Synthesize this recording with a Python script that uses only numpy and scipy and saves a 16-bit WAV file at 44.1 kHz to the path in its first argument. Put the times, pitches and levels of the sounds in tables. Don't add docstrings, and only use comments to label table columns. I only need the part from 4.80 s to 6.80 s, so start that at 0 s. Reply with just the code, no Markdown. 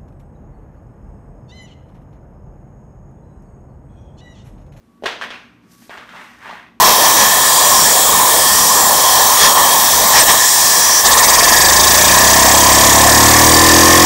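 import sys
import numpy as np
from scipy import signal
from scipy.io import wavfile
from scipy.ndimage import uniform_filter1d, minimum_filter1d

SR = 44100
rng = np.random.default_rng(int(sys.argv[2]) if len(sys.argv) > 2 else 0)


def transcribe(signal):
    frames = np.atleast_2d(signal).T
    limited = np.clip(frames, -1, 1)
    pcm = np.round(limited * 32767).astype(np.int16)
    wavfile.write(sys.argv[1], SR, pcm)


def volts(x):
    e = np.asarray(x, float) / 20
    return 10 ** e


N = 88200
TIME_S = np.arange(N) / SR


def evened(x):
    return x / np.sqrt(np.mean(x ** 2) + 1e-20)


def read(points, hz, axis=1):
    table = np.transpose(points)
    return np.interp(np.log(hz + 1), np.log(table[0] + 1), table[axis])


def level(points):
    s, db = np.transpose(points)[:2]
    return volts(np.interp(TIME_S, s, db, left=-120, right=-120))


def colour(x, points):
    log_gain = np.log(volts(read(points, np.fft.rfftfreq(4096, 1 / SR))))
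    both_sides = np.concatenate([log_gain, log_gain[-2:0:-1]])
    spectrum = np.exp(np.conj(signal.hilbert(both_sides)))
    taps = np.fft.ifft(spectrum).real[:2048]
    return signal.oaconvolve(x, taps / np.linalg.norm(taps))[:len(x)]


def resonate(x, hz, width_hz):
    turn = np.exp(2j * np.pi * np.cumsum(hz * np.ones(len(x))) / SR)
    r = np.exp(-np.pi * width_hz / SR)
    return 2 * (turn * signal.lfilter([1 - r], [1, -r], x / turn)).real


def add(mix, s, sound):
    part = mix[round(s * SR):][:len(sound)]
    part += sound[:len(part)]


def background():
    # frequency in Hz, density in dB per Hz.
    air = [(20, -38), (60, -11), (150, -8.5), (240, -2), (500, -18.5), (1300, -25), (4000, -36.5),
           (15000, -42.5)]
    # multiple of the motor pitch, level in dB.
    orders = [(1, -69.5), (2, -66.5), (3, -60), (4, -57), (5, -65), (6, -78.5), (19, -67), (20, -84.5)]
    motor_hz, width_hz, air_db = 59.58, 9.3, -54
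    hum = np.zeros(N)
    for multiple, db in orders:
        order = resonate(rng.standard_normal(N), multiple * motor_hz, width_hz)
        order = resonate(order, multiple * motor_hz, width_hz)
        hum += volts(db) * evened(order)
    return volts(air_db) * colour(rng.standard_normal(N), air) + hum


def knocks():
    # start in seconds, thud level in dB, thud pitch in Hz,
    # thud length in cycles, slap level in dB.
    landings = [(.2235, -22.5, 483, 1.7, -48), (0.2365, -15.5, 603, 1.73, -30.5),
                (.2412, -16, 516, 2.05, -31), (0.2566, -15, 860, 0.98, -22.5),
                (0.2589, -24.5, 420, 4.8, -16), (.2612, -15.5, 716, 1.08, -17),
                (0.2636, -14.5, 1500, 3.7, -23), (.4129, -16.5, 1400, 2.5, -23.5),
                (0.421, -23, 1746, 13.5, -27.5), (0.4387, -15, 1490, 1.8, -31),
                (.5048, -19.5, 1400, 1.3, -26), (0.5084, -27.5, 2450, 7.5, -34),
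                (1.022, -48, 770, 3.3, -48.5), (1.0947, -24.5, 636, 1.7, -37),
                (1.183, -34.5, 550, 2.2, -51), (1.173, -25, 1780, 4, -37.5), (1.177, -26, 1110, 2.1, -34),
                (1.291, -32, 1400, 2.9, -37.5), (1.362, -34, 1150, 4.7, -40.5),
                (1.367, -33, 1540, 1.6, -38), (1.693, -24, 770, 2.66, -34.5), (1.700, -24, 957, 4.2, -48),
                (1.710, -25, 1020, 4.3, -37.5), (1.727, -27, 720, 3.24, -60)]
    # frequency in Hz, density in dB per Hz.
    slap_spectrum = [(150, -18.5), (400, -2.5), (1700, 2), (2400, -4), (3300, -1.5), (4300, -8.5),
                     (9500, -26), (14500, -33)]
    slap_s, thud_wet_db, click_wet_db = 0.0024, -1, 24
    direct, wet = np.zeros(N), np.zeros((5, N))
    t = np.arange(800) / SR
    click = colour(np.eye(1, 800)[0], slap_spectrum)
    for k, (s, thud_db, hz, cycles, slap_db) in enumerate(landings):
        u = t[t < cycles / hz] * hz / cycles
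        swell = np.sin(np.pi * u ** 0.85) ** 2
        thud = -volts(thud_db) * swell * np.sin(2 * np.pi * cycles * u)
        rattle = rng.standard_normal(len(t)) * np.exp(-(t / slap_s) ** 2)
        add(direct, s, thud)
        add(direct, s, volts(slap_db) * colour(rattle, slap_spectrum))
        spot = wet[k % len(wet)]
        add(spot, s, volts(thud_wet_db) * thud)
        add(spot, s, volts(slap_db + click_wet_db) * click)
    return direct, wet


def room(x):
    # frequency in Hz, T60 in seconds, level in dB.
    decay = [(150, 0.49, -1), (600, 0.57, -2.5), (1400, 0.44, -2), (2440, 0.55, 0.5), (3500, 0.46, 0.5),
             (9400, 0.49, 0)]
    start_s, rise_s, early_db, early_s = 0.001, 0.004, 8.5, 0.0075
    hz, t, z = signal.stft(rng.standard_normal((len(x), SR)), SR, nperseg=256)
    t60_s, band_db = read(decay, hz)[:, None], read(decay, hz, axis=2)[:, None]
    tail = signal.istft(z * volts(-60 * t / t60_s + band_db), SR, nperseg=256)[1]
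    t = np.arange(tail.shape[1]) / SR
    tail = tail * np.clip((t - start_s) / rise_s, 0, 1) * volts(early_db * np.exp(-t / early_s))
    return signal.fftconvolve(x, tail / np.linalg.norm(tail[0]), axes=1)[:, :N].sum(0)


def scrape():
    # time in seconds, pressure in dB, fold pitch in Hz.
    slide = [(.40, -62, 1500), (0.421, -31, 1540), (0.449, -35, 1590), (.49, -50.5, 1950),
             (0.529, -39.5, 2180), (.66, -58, 2360), (1.088, -78, 1730), (1.104, -38.5, 1800),
             (1.15, -41.5, 1220), (1.2, -45, 1400), (1.27, -53.5, 1480), (1.33, -44.5, 1350),
             (1.399, -40.5, 1870), (1.499, -51, 1870), (1.592, -53, 1600), (1.647, -39, 1560),
             (1.759, -43, 1670), (1.902, -55.5, 1880)]
    # frequency in Hz, density in dB per Hz.
    rub_spectrum = [(150, -37.5), (300, -13), (600, -6), (900, -0.5), (1600, 1.5), (3300, -12), (9000, -39),
                    (15000, -54.5)]
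    # multiple of the fold pitch, width in Hz, level in dB.
    leather = [(.62, 300, 3), (1.01, 380, 9)]
    catches_per_s, spread_db, clump_db = 3000, 1.5, 1.4
    chance, side, size = rng.random((3, N))
    catches = (chance < catches_per_s / SR) * np.sign(side - 0.5)
    catches = catches * volts(-spread_db * np.log(size + 0.0043))
    clumps = volts(clump_db * evened(uniform_filter1d(rng.standard_normal(N), size=500)))
    drive = evened(catches) * level(slide) * clumps
    time_s, _, pitch_hz = np.transpose(slide)
    fold_hz = np.interp(TIME_S, time_s, pitch_hz)
    rub = colour(drive, rub_spectrum)
    for multiple, width_hz, db in leather:
        rub = rub + volts(db) * resonate(drive, multiple * fold_hz, width_hz)
    return rub


def swish():
    # time in seconds, level in dB.
    strokes = [
        (.82, -69),
        (.88, -64.5),
        (.925, -54),
        (.97, -56.5),
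        (1.03, -52),
        (1.08, -55.5),
        (1.2, -63.5),
        (1.45, -54.5),
        (1.8, -64.5),
    ]
    # frequency in Hz, density in dB per Hz.
    fur = [(700, -17), (1500, -4.5), (3000, -8), (5500, -4.5), (9000, -9), (12000, -8), (14500, -11),
           (15500, -41)]
    flicker_db = 1.54 * evened(uniform_filter1d(rng.standard_normal(N), size=300))
    return colour(rng.standard_normal(N), fur) * volts(flicker_db) * level(strokes)


def thin_top(x, power_db):
    over_db, hold_s, step_s = -42, 0.27, 0.07
    dull_from_hz, dull_per_db = 6670, 0.5
    bands, from_hz, band_hz = 4, 10150, 750
    thin_db, thin_per_db, spread_db = -13, 0.3, 7
    hz, t, z = signal.stft(x, SR, nperseg=512)
    hold = round(hold_s * SR)
    peak_db = -minimum_filter1d(-power_db, size=hold, origin=hold // 2 - 1, mode="nearest")
    held_db = np.interp(t, TIME_S, peak_db)
    fall_db = np.minimum(held_db - np.interp(t, TIME_S, power_db), 14)
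    busy = 1 / (1.5 + np.exp(over_db - held_db))
    steps = rng.standard_normal((40, bands))[(t / step_s).astype(int)]
    z[hz > dull_from_hz] *= volts(-dull_per_db * fall_db * busy)
    for k in range(bands):
        band = abs(hz - from_hz - (k + 0.5) * band_hz) <= band_hz / 2
        cut_db = np.minimum(thin_db - thin_per_db * fall_db + spread_db * steps[:, k], 0)
        z[band] *= volts(cut_db * busy)
    return signal.istft(z, SR, nperseg=512)[1][:N], np.interp(TIME_S, t, busy)


def whine(busy, power_db):
    # frequency in Hz, level in dB.
    tones = [(10686, -58), (11440, -58), (12188, -57), (12936, -55)]
    share = 0.51
    total = sum(volts(db) * np.sin(2 * np.pi * hz * TIME_S) for hz, db in tones)
    return busy * volts(share * power_db) * total


def scene():
    air_and_motor = background()
    direct, wet = knocks()
    rub = scrape()
    slide_wet_db = -3.5
    reflections = room(np.vstack([wet, volts(slide_wet_db) * rub]))
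    return (air_and_motor + direct + rub + reflections + swish())[None]


def top_cut(x):
    return signal.sosfilt(signal.butter(12, 15710, fs=SR, output="sos"), x)


def record(dry):
    power_db = 10 * np.log10(abs(uniform_filter1d(dry[0] ** 2, size=2000)) + 1e-12)
    thin, busy = thin_top(dry[0], power_db)
    low_pass = signal.firwin(127, 14500, fs=SR)
    mix = signal.oaconvolve(thin + whine(busy, power_db), low_pass, "same")
    return top_cut(mix[None])


dry = scene()
out = record(dry)
transcribe(out)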